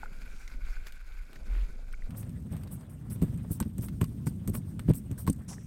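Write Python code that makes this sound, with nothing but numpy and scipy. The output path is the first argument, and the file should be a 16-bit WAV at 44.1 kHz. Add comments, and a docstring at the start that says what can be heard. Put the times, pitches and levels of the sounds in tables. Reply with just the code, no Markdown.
"""Kayak in thin sea ice

A plastic kayak lies in slushy sea ice, wind on the microphone, wet crystals fizzing and ticking along the side.
Then the scene changes abruptly: a kayak forces its way through the thin sheet: hull rumble, judder, sharp
cracks, scrapes. Wind, water and rumble are coloured noise; slush and crumbling ice are streams of tiny ringing
grains; the hull and the sheet are banks of decaying modes, kicked by each slip and each fracture."""
import sys
import numpy as np
from scipy import signal
from scipy.fft import rfft, irfft
from scipy.io import wavfile
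from scipy.ndimage import uniform_filter1d, map_coordinates

SR = 44100
rng = np.random.default_rng(int(sys.argv[2]) if len(sys.argv) > 2 else 0)


def to_wav(sig):
    """Store sig (one row per channel, or 1-D mono) as 16-bit WAV at the path in sys.argv[1].

    Samples outside -1..1 are clipped; the rate is SR.
    """
    pcm = np.clip(np.atleast_2d(sig), -1, 1) * 32767
    pcm = np.round(pcm).astype(np.int16)
    wavfile.write(sys.argv[1], SR, pcm.T)  # frames by channels


N = 249606
TIME = np.arange(N) / SR
PUSH_S = 2.088   # the scene changes here to the push through the sheet


def from_db(db):
    """Decibels to gain."""
    return 10 ** (np.asarray(db) / 20)


def rms_one(x):
    """Scale to unit rms."""
    return x / np.sqrt(np.mean(x ** 2) + 1e-20)


def in_time(rows):
    """One curve per column after the first, joined by straight lines."""
    time_s, *columns = np.transpose(rows)
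    return [np.interp(TIME, time_s, column) for column in columns]


def add(out, start_s, sound):
    """Mix a sound in at a time."""
    at = max(0, round(start_s * SR))
    out[at:at + len(sound)] += sound[:max(0, N - at)]


def swell(start_s, rise_s, hold_s, fall_s):
    """Rise, hold and fall between 0 and 1."""
    corners_s = start_s + np.cumsum([0, rise_s, hold_s, fall_s])
    return np.interp(TIME, corners_s, [0, 1, 1, 0])


def dying(start_s, decay_s):
    """Starts at 1 and dies away exponentially."""
    return (TIME >= start_s) * np.exp(-np.abs(TIME - start_s) / decay_s)


def drift(rate_hz):
    """Slow chance: random knots of spread 1, joined by straight lines."""
    knots = rng.standard_normal(N // 20)
    return np.interp(TIME * rate_hz, np.arange(len(knots)), knots)


def colour(x, points, size=8192):
    """Causal (minimum-phase) filter with the given spectrum; white noise keeps its level."""
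    pitch_hz, level_db = np.transpose(points)
    grid_hz = np.maximum(np.arange(size // 2 + 1) * SR / size, 1)
    grid_db = np.interp(np.log(grid_hz), np.log(pitch_hz), level_db)
    cepstrum = irfft(np.log(from_db(grid_db)))
    # keeping only the doubled first half of the cepstrum gives minimum phase
    response = irfft(np.exp(rfft(2 * cepstrum[:size // 2], size)))
    return signal.fftconvolve(x, response / np.linalg.norm(response))[:N]


def low_noise(points, span_s):
    """Coloured noise whose level is even over the given span."""
    noise = colour(rng.standard_normal(N), points)
    return noise / np.sqrt(uniform_filter1d(noise ** 2, int(span_s * SR)) + 1e-6)


def patchy_noise(patchy_db, per_s, width_hz, size=256):
    """White noise whose colour shifts: patches of the spectrum swell and sink on their own; rms 1."""
    hz, s, frames = signal.stft(rng.standard_normal(N), SR, nperseg=size)
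    places = np.meshgrid(hz / width_hz, s * per_s, indexing="ij")
    patches = map_coordinates(rng.standard_normal((size, 4 * size)), places, order=1, mode="wrap")
    noise = signal.istft(frames * from_db(patchy_db * patches), SR, nperseg=size)[1]
    return rms_one(noise[:N])


def grains(per_s, spread_db, smooth, patchy_db=4.0, count=16):
    """Tiny fractures of uneven size, each ringing in one of several bands, over a patchy noise bed; rms 1."""
    at = np.flatnonzero(rng.random(N) < per_s / SR)
    sizes_db = spread_db * np.minimum(rng.exponential(1, len(at)), 4)
    sizes = from_db(sizes_db) * rng.choice([-1, 1], len(at))
    band_of = rng.integers(0, count, len(at))
    edges_hz = np.linspace(np.sqrt(200), np.sqrt(17000), count + 1) ** 2
    out = np.zeros(N)
    for k in range(count):
        clicks = np.zeros(N)
        clicks[at[band_of == k]] = sizes[band_of == k]
        band = signal.butter(1, edges_hz[k:k + 2], "band", fs=SR)
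        out += signal.lfilter(*band, clicks + 1e-18)
    bed = patchy_noise(patchy_db, per_s=60, width_hz=940)   # stands for countless smaller fractures
    return rms_one(rms_one(out) + smooth * bed)


def ring(clicks, pitch_hz, t60_s):
    """A unit click sets a sine of height about 1 ringing, down 60 dB after t60_s."""
    r = np.exp(-np.log(1000) / (t60_s * SR))
    w = 2 * np.pi * pitch_hz / SR
    return signal.lfilter([0, np.sin(w)], [1, -2 * r * np.cos(w), r * r], clicks + 1e-18)


# Spectrum of the wind's pressure on the microphone: pitch_hz, level_db
WIND_COLOUR = [(10, 0), (20, 4), (32, 0), (45, -7), (60, -18), (90, -31), (170, -42), (1000, -90)]
# Spectrum of the gust's rustle on the microphone: pitch_hz, level_db
RUSTLE_COLOUR = [(200, 7), (550, -3), (1000, -3.5), (2300, -3.5), (4300, -14.5), (6000, -24), (12000, -25)]
WIND_DB, WIND_RISE_DB_PER_S, WIND_LUMPS_DB = -37.5, 2, 5   # level at the start, slow freshening, spread
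GUST_S, GUST_RISE_S, GUST_HOLD_S, GUST_FALL_S = 1.46, 0.064, 0.11, 0.043   # one gust buffets the microphone
# the flutter is slower by the share FLUTTER_SAG at the gust's edges
GUST_DB, FLUTTER_HZ, FLUTTER_SAG = -24.5, 42.2, .28


def wind(rustle_db=-29.5, eddy_db=-2.0):
    """Lumpy pressure on the microphone; the gust sheds eddies, faster as it grows, and rustles."""
    lumps_db = WIND_DB + WIND_RISE_DB_PER_S * TIME + WIND_LUMPS_DB * drift(9.08)
    lumps = from_db(lumps_db) * low_noise(WIND_COLOUR, span_s=0.0765)
    gust = swell(GUST_S, GUST_RISE_S, GUST_HOLD_S, GUST_FALL_S)
    flutter_hz = FLUTTER_HZ * (1 - FLUTTER_SAG * (1 - gust))
    wavering_hz = flutter_hz * (1 + 0.1654 * drift(39.93))
    eddies = np.sin(2 * np.pi * np.cumsum(wavering_hz) / SR)
    rustle = from_db(rustle_db) * colour(grains(per_s=1600, spread_db=4.5, smooth=1.35), RUSTLE_COLOUR)
    buffeting = from_db(GUST_DB) * gust * (from_db(eddy_db) * rms_one(eddies) + rustle)
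    lull = np.clip((PUSH_S - TIME) / 0.022, 0, 1)   # silent once the scene changes
    return lull * (lumps + buffeting)


# Slush along the side, levels before gain: time_s, fizz_db, wash_db
SLUSH = [(0.0, -61.5, -60), (0.67, -63.5, -66), (0.81, -61.5, -66.5), (1.2, -63.5, -71), (1.37, -64, -56.5),
         (1.49, -64, -61), (1.84, -65.5, -63), (2.08, -69, -61)]
# Spectrum of the crystals' fizz: pitch_hz, level_db
SLUSH_COLOUR = [(700, -14), (1200, -9), (1500, 4.5), (1780, -9.5), (2350, 0.5), (2900, -15.5),
                (3400, -14.5), (4900, -13.5), (5800, -22), (6700, -16.5), (9500, -24), (11500, -19.5),
                (15500, -29.5)]
# Spectrum of the wash of water: pitch_hz, level_db
WASH_COLOUR = [(100, 2.5), (240, 1), (330, -5), (550, -7.5), (900, -16.5), (2000, -30), (4000, -29),
               (7000, -27), (15000, -40)]


def slush(fizz_gain_db=2.5, wash_gain_db=5.0):
    """Wet crystals rub and fizz against the hull over a soft wash of water."""
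    fizz_db, wash_db = in_time(SLUSH)
    crystals = grains(per_s=3000, spread_db=4.5, smooth=1.4, patchy_db=2.0)
    fizz = crystals * from_db(fizz_db + 3.2 * drift(45.67) + fizz_gain_db)
    water = grains(per_s=900, spread_db=8.5, smooth=2.75)
    wash = water * from_db(wash_db + 1.0 * drift(31.25) + wash_gain_db)
    return colour(fizz, SLUSH_COLOUR) + colour(wash, WASH_COLOUR)


# Drips and ticks, mostly in the slush and a few during the push, levels before gain: start_s, level_db,
# pitch_hz, t60_s
DRIPS = [(0.032, -31, 854, 0.022), (0.032, -32.5, 1440, 0.023), (0.0586, -34.5, 1430, 0.017),
         (.118, -41.5, 185, 0.033), (0.544, -46, 252, 0.074), (0.4777, -34, 2130, 0.0097),
         (.7673, -39.5, 1510, 0.024), (1.36, -38, 1820, 0.0085), (1.9358, -37.5, 1470, 0.021),
         (1.942, -38, 2230, 0.014), (2.022, -36, 2000, 0.0078), (5.179, -45.5, 1570, 0.02),
         (5.582, -40.5, 1790, 0.011)]


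def drips(attack_s=0.00055, gain_db=1.0):
    """Each drip or tick swells at once and rings briefly at one pitch."""
    out, t = np.zeros(N), TIME[:SR // 10]
    for start_s, level_db, pitch_hz, t60_s in DRIPS:
        envelope = (1 - np.exp(-t / attack_s)) * np.exp(-np.log(1000) * t / t60_s)
        add(out, start_s, from_db(level_db + gain_db) * envelope * np.sin(2 * np.pi * pitch_hz * t))
    return out


# The hull rubs through thicker slush: start_s, length_s, fizz_db, bright_hiss_db
RUBS = [(0.24, 0.31, -60.5, -65), (0.609, 0.22, -55.5, -88)]
# Spectrum of the lower, ringing hiss of sliding ice: pitch_hz, level_db
SWISH_COLOUR = [(1000, -6), (3000, -19.5), (4800, -13.5), (5700, 1), (6500, -7), (8800, -6), (10000, -10.5),
                (11500, -24), (16000, -26)]


def rubs(fizz_patchy_db=7.0, hiss_patchy_db=3.0):
    """Thicker slush drags along the side: the fizz swells and fades, with a brighter hiss on top."""
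    low, bright = np.zeros((2, N))
    for start_s, length_s, fizz_db, hiss_db in RUBS:
        drag = swell(start_s, length_s / 2, 0, length_s / 2)
        low += from_db(fizz_db) * drag
        bright += from_db(hiss_db) * drag
    fizz = low * grains(per_s=2500, spread_db=3.5, smooth=2.1, patchy_db=fizz_patchy_db)
    hiss = bright * grains(per_s=4000, spread_db=7.0, smooth=1.3, patchy_db=hiss_patchy_db)
    return colour(fizz, SLUSH_COLOUR) + colour(hiss, SWISH_COLOUR)


# The ice cracks, levels before gain: start_s, snap_db, splinter_db
CRACKS = [(0.478, -30.5, -64), (0.869, -25, -61), (0.923, -34, -55.5), (1.331, -37, -59), (1.358, -35, -67),
          (1.927, -36.5, -58), (2.107, -37, -56), (2.229, -36, -58), (2.294, -43, -56), (2.566, -37, -50),
          (2.635, -36.5, -51.5), (2.674, -37, -62), (2.811, -42.5, -63), (3.16, -39.5, -55),
          (3.218, -34, -45), (3.226, -32.5, -45), (3.376, -50, -55), (3.602, -24, -32.5),
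          (3.627, -32.5, -59), (3.782, -41, -42), (3.885, -32.5, -49), (4.014, -24.5, -35.5),
          (4.041, -30, -51), (4.269, -26.5, -37), (4.476, -34, -37), (4.551, -29.5, -40),
          (4.794, -27.5, -44), (4.9, -35, -56), (4.936, -33.5, -48), (5.114, -41, -46.5),
          (5.267, -32.5, -45), (5.276, -22.5, -36)]
# Spectrum of the snapping sheet: pitch_hz, level_db
SHEET_COLOUR = [(250, 2), (650, -12), (1100, -2.5), (1800, 3), (2600, 2), (4000, -1.5), (6000, -2),
                (10000, -16)]
# Spectrum of the bright splinters: pitch_hz, level_db
SPLINTER_COLOUR = [(1500, -4), (4500, -17), (5800, -1.5), (7200, 0.5), (8600, 10.5), (10000, -9.5),
                   (11600, 4.5), (14000, -2), (16000, -10)]
JUMP_S, JUMP_LOSS_DB = 0.0018, 6.5   # a fracture runs on in jumps, each weaker than the last


def cracks(snap_s=0.00067, crumble_s=0.01, crumble_db=-14, snap_gain_db=-11.0, splinter_gain_db=5.5, count=4):
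    """A fracture runs in a few jumps, each decaying within about a millisecond, while its edges crumble."""
    snaps, splinters, t = np.zeros(N), np.zeros(N), TIME[:SR // 12]
    crumbs = grains(per_s=5000, spread_db=7.5, smooth=0.93)
    for start_s, snap_db, splinter_db in CRACKS:
        gaps_s = JUMP_S * rng.uniform(.5, 2, count)
        lags_s = np.cumsum(gaps_s) - gaps_s[0]
        jumps = np.zeros(len(t))
        for k, lag_s in enumerate(lags_s):
            jumps += from_db(-JUMP_LOSS_DB * k) * (t >= lag_s) * np.exp(-np.abs(t - lag_s) / snap_s)
        at = round(start_s * SR)
        crumbling = from_db(crumble_db) * np.exp(-t / crumble_s) * crumbs[at:at + len(t)]
        burst = jumps * rng.standard_normal(len(t)) + crumbling
        add(snaps, start_s, from_db(snap_db + snap_gain_db) * burst)
        add(splinters, start_s, from_db(splinter_db + splinter_gain_db) * burst)
    return colour(snaps, SHEET_COLOUR) + colour(splinters, SPLINTER_COLOUR)


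# The push through the sheet, levels before gain: time_s, hull_rumble_db, crunch_db
PUSH = [(2.13, -42.5, -62), (2.29, -41, -64.5), (2.45, -41.5, -68), (2.69, -42.5, -63.5),
        (2.89, -47.5, -66), (3.04, -43.5, -67), (3.31, -38, -62), (3.67, -44, -68.5), (3.93, -39, -68),
        (5.01, -41.5, -66.5), (5.22, -41, -67.5), (5.66, -47, -67)]
# Spectrum of the hull's rumble: pitch_hz, level_db
RUMBLE_COLOUR = [(25, -23), (55, 1.5), (100, 3.5), (170, 0.5), (240, -4), (310, -15), (400, -24),
                 (550, -34), (800, -56.5), (1500, -53)]
# Spectrum of coarse crumbling ice: pitch_hz, level_db
CRUNCH_COLOUR = [(300, 11.5), (550, 11.5), (850, 4.5), (1300, 2), (2000, -2.5), (3500, -8), (6000, -32),
                 (10000, -24)]
# Spectrum of fine ringing grit: pitch_hz, level_db
GRIT_COLOUR = [(2000, -24), (5000, -9), (7300, -9), (8200, 1.5), (9000, 4.5), (10200, -13), (11800, -6.5),
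               (13300, -1.5), (15500, -21), (17000, -1)]
GRIT_DB = -69   # fine grit under the hull, mean level; it follows the crunch's swing


def grinding(rumble_gain_db=2.5, crunch_gain_db=5.0):
    """The moving hull rumbles in lumps while ice crumbles under it; coarse and fine grains surge partly together."""
    rumble_db, crunch_db = in_time(PUSH)
    grit_db = GRIT_DB + crunch_db - crunch_db[TIME > PUSH_S].mean()
    surge = drift(45)
    rumble_level = from_db(rumble_db + rumble_gain_db + 1.6 * drift(35))
    rumble = rumble_level * low_noise(RUMBLE_COLOUR, span_s=0.15)
    crunch_level = from_db(crunch_db + crunch_gain_db + 1.3 * surge)
    crunch = crunch_level * grains(per_s=1500, spread_db=3.5, smooth=2.9, patchy_db=5.5)
    grit_level = from_db(grit_db + 1.1 * surge + 3.8 * drift(30))
    grit = grit_level * grains(per_s=2700, spread_db=6.0, smooth=1.8, patchy_db=5.5)
    return rumble + colour(crunch, CRUNCH_COLOUR) + colour(grit, GRIT_COLOUR)


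# Modes of the ice sheet: pitch_hz, level_db, t60_s
SHEET = [(910, -1.5, 0.022), (1086, -1, 0.039), (1300, 3, 0.01), (1527, -15.5, 0.082)]
# knock for a snap listed at KNOCK_AT_DB, and dB more knock per dB of snap
KNOCK_DB, KNOCK_AT_DB, KNOCK_GROWTH = -34, -23.5, 1.74


def knocks(uneven_db=4.0):
    """During the push each fracture releases the bent sheet, which rings with a short woody knock."""
    start_s, snap_db, _ = np.transpose(CRACKS)
    knock_db = KNOCK_DB + KNOCK_GROWTH * (snap_db - KNOCK_AT_DB)
    out = np.zeros(N)
    for k, (pitch_hz, mode_db, t60_s) in enumerate(SHEET):
        kick_db = knock_db + mode_db + uneven_db * rng.standard_normal(len(start_s))
        kicks = np.zeros(N)
        kicks[(start_s * SR).astype(int)] = (start_s > PUSH_S) * from_db(kick_db)
        out += (-1) ** k * ring(kicks, pitch_hz, t60_s)   # neighbouring modes in opposite phase
    return out


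# Broken edges scrape past: start_s, length_s, hiss_db, coarse_chips_db
SCRAPES = [(2.166, .07, -45.5, -62), (2.50, 0.16, -65, -50), (2.709, 0.068, -49.5, -56.5),
           (2.892, 0.049, -59, -70), (3.099, 0.064, -45, -52), (3.505, 0.074, -43.5, -59),
           (3.816, .072, -43.5, -48), (4.532, 0.065, -42, -44), (4.941, 0.066, -43.5, -59),
           (5.176, 0.07, -43, -53.5)]
# Spectrum of the scraping hiss: pitch_hz, level_db
SCRAPE_COLOUR = [(2000, -41), (4400, -58), (5400, -6), (6900, -34), (8000, 5.5), (10000, 3), (11300, 3.5),
                 (13000, 4.5), (15500, 1.5)]
SCRAPE_SWELL, SCRAPE_GRIT_DB = 0.19, -5.8   # share of a stroke spent swelling; grit relative to the hiss
CATCH_S = 0.0046   # grit catches at the first touch


def scrapes(hiss_rough_db=1.0, grit_rough_db=2.0):
    """Each stroke shears off a swelling, fading stream of fine crystals, ringing grit and coarse chips."""
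    fine, gritty, coarse = np.zeros((3, N))
    for start_s, length_s, hiss_db, chips_db in SCRAPES:
        stroke = swell(start_s, SCRAPE_SWELL * length_s, 0, (1 - SCRAPE_SWELL) * length_s)
        fine += from_db(hiss_db) * stroke ** 1.09
        gritty += from_db(hiss_db + SCRAPE_GRIT_DB) * swell(start_s, CATCH_S, 0, length_s) ** 0.7
        coarse += from_db(chips_db) * stroke ** 1.93
    crystals = grains(per_s=4400, spread_db=15.0, smooth=3.3, patchy_db=6.5)
    hiss = fine * from_db(hiss_rough_db * drift(270)) * crystals
    grit_grains = grains(per_s=3000, spread_db=0.0, smooth=1.6, patchy_db=6.5)
    grit = gritty * from_db(grit_rough_db * drift(160)) * grit_grains
    chips = coarse * grains(per_s=2500, spread_db=2.0, smooth=.7, patchy_db=1.0)
    return colour(hiss, SCRAPE_COLOUR) + colour(grit, GRIT_COLOUR) + colour(chips, CRUNCH_COLOUR)


# The hull judders on the edge of the sheet and crushes it: start_s, length_s, thump_db, grit_db
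THUMPS = [(2.515, 0.036, -34.5, -60), (3.106, 0.019, -34.5, -65), (3.16, 0.0071, -34.5, -70),
          (3.222, .023, -22, -54), (3.333, 0.031, -35, -57.5), (3.508, .013, -28, -49.5),
          (3.61, .014, -27.5, -72), (3.659, 0.015, -31.5, -59.5), (3.787, 0.012, -31, -72),
          (4.015, 0.017, -22.5, -46), (4.267, 0.021, -28, -46), (4.48, 0.021, -26.5, -51),
          (4.548, 0.046, -34, -71), (4.799, 0.022, -39, -76), (4.887, .016, -19, -53),
          (4.907, 0.0044, -17, -77), (5.11, 0.021, -31.5, -71), (5.28, .027, -22.5, -41.5)]
STRAIN_S, STRAIN_DB = 0.044, -14   # the shudder starts this long before a thump, and peaks this far below it


def strain():
    """The hull rides up on the edge and shudders more and more until the ice gives."""
    load = np.zeros(N)
    for start_s, length_s, thump_db, _ in THUMPS:
        load += from_db(thump_db + STRAIN_DB) * swell(start_s - STRAIN_S, STRAIN_S, 0, length_s)
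    return load * low_noise(RUMBLE_COLOUR, span_s=0.02)


CRUSH_LEAD_S, CRUSH_SWELL_S, CRUSH_FADE_S = 0.0094, 0.0052, 0.042   # the edge starts to give before the thump
CRUSH_CHIPS_DB = -26.5   # coarse chips, relative to the thump
DEBRIS_DB, DEBRIS_DECAY_S = -9, 0.054   # loose grit settles afterwards; relative to the crush


def crushing():
    """Each thump crushes the edge of the sheet into chips and grit, which settles afterwards."""
    gritty, coarse = np.zeros((2, N))
    for start_s, _, thump_db, grit_db in THUMPS:
        crush = swell(start_s - CRUSH_LEAD_S, CRUSH_SWELL_S, 0, CRUSH_FADE_S)
        debris = from_db(DEBRIS_DB) * dying(start_s, DEBRIS_DECAY_S)
        gritty += from_db(grit_db) * (crush + debris)
        coarse += from_db(thump_db + CRUSH_CHIPS_DB) * crush ** 1.64
    roughness = from_db(9.4 * drift(160) - 3.7)   # swings widely about a level 3.7 dB down
    grit = gritty * roughness * grains(per_s=2100, spread_db=2.5, smooth=1.7, patchy_db=7.0)
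    chips = coarse * grains(per_s=2000, spread_db=3.5, smooth=0.63, patchy_db=3.5)
    return colour(grit, GRIT_COLOUR) + colour(chips, CRUNCH_COLOUR)


# Modes of the plastic hull: pitch_hz, level_db, t60_s
HULL = [(120, 9, 0.068), (161, 6.5, 0.085), (195.4, 10, 0.036), (268, -4, 0.076), (346, -0.5, 0.018),
        (425, -12.5, 0.018), (690, -29, 0.0066)]
CONTACT_HZ, CONTACT_AT_DB, DB_PER_OCTAVE = 450, -23, 13   # a stronger thump is a harder, brighter contact
HULL_LOWEST_HZ = 67.4   # the hull radiates little below this


def thumps(slip_s=.0065, uneven_db=4.5, count=12):
    """The bow sticks and slips in quick succession; every slip kicks the hull modes."""
    out, size = np.zeros(N), SR // 6
    for start_s, length_s, thump_db, _ in THUMPS:
        hard_hz = min(CONTACT_HZ * 2 ** ((thump_db - CONTACT_AT_DB) / DB_PER_OCTAVE), SR / 10)
        gaps_s = slip_s * rng.uniform(.5, 1.486, count)
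        slips_s = np.cumsum(gaps_s) - gaps_s[0]
        force = (slips_s <= length_s) * rng.choice([-1, 1], count)   # no slips after the thump's length
        at = np.minimum(slips_s * SR, size - 1).astype(int)
        body = np.zeros(size)
        for pitch_hz, mode_db, t60_s in HULL:
            kicks = np.zeros(size)
            kicks[at] = force * from_db(mode_db + uneven_db * rng.standard_normal(count))
            body += ring(kicks, pitch_hz, t60_s)
        body = signal.sosfilt(signal.butter(2, hard_hz, fs=SR, output="sos"), body)
        body = signal.sosfilt(signal.butter(1, HULL_LOWEST_HZ, "high", fs=SR, output="sos"), body)
        # energy as of unit rms over the thump's length plus a short tail
        evened = body * np.sqrt((length_s + 0.0087) * SR / np.sum(body ** 2))
        add(out, start_s, from_db(thump_db) * evened)
    return out


SKID_S, SKID_RISE_S, SKID_HOLD_S, SKID_FALL_S, SKID_DB = 5.479, 0.012, 0.021, 0.054, -47.5
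COAST_DB, COAST_DECAY_S = -13, 0.2   # the slab coasts on faintly; relative to the skid


def swish():
    """A loose slab skids over the ice with a lower, ringing hiss."""
    skid = swell(SKID_S, SKID_RISE_S, SKID_HOLD_S, SKID_FALL_S)
    slide = skid + from_db(COAST_DB) * dying(SKID_S, COAST_DECAY_S)
    hiss = grains(per_s=6000, spread_db=0.0, smooth=2.1, patchy_db=5.5)
    return colour(from_db(SKID_DB) * slide * hiss, SWISH_COLOUR)


def scene():
    """Two scenes one after the other: lying in slush, then, after an abrupt change of scene, the push through
    the sheet."""
    pushing = np.clip((TIME - PUSH_S) / 0.012 + .5, 0, 1)
    bed = wind() + (1 - pushing) * slush() + pushing * grinding()
    drips_and_rubs = drips() + rubs()
    breaking = cracks() + knocks() + scrapes() + swish()
    hull = strain() + crushing() + thumps()
    return (bed + drips_and_rubs + breaking + hull)[None]


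def record(dry, lowest_hz=12, cutoff_hz=16100):
    """The microphone drops the deepest bass; the top is cut steeply."""
    thinned = signal.sosfilt(signal.butter(2, lowest_hz, "high", fs=SR, output="sos"), dry)
    return signal.sosfilt(signal.ellip(10, .2, 80, cutoff_hz, fs=SR, output="sos"), thinned)


dry = scene()
out = record(dry)
to_wav(out)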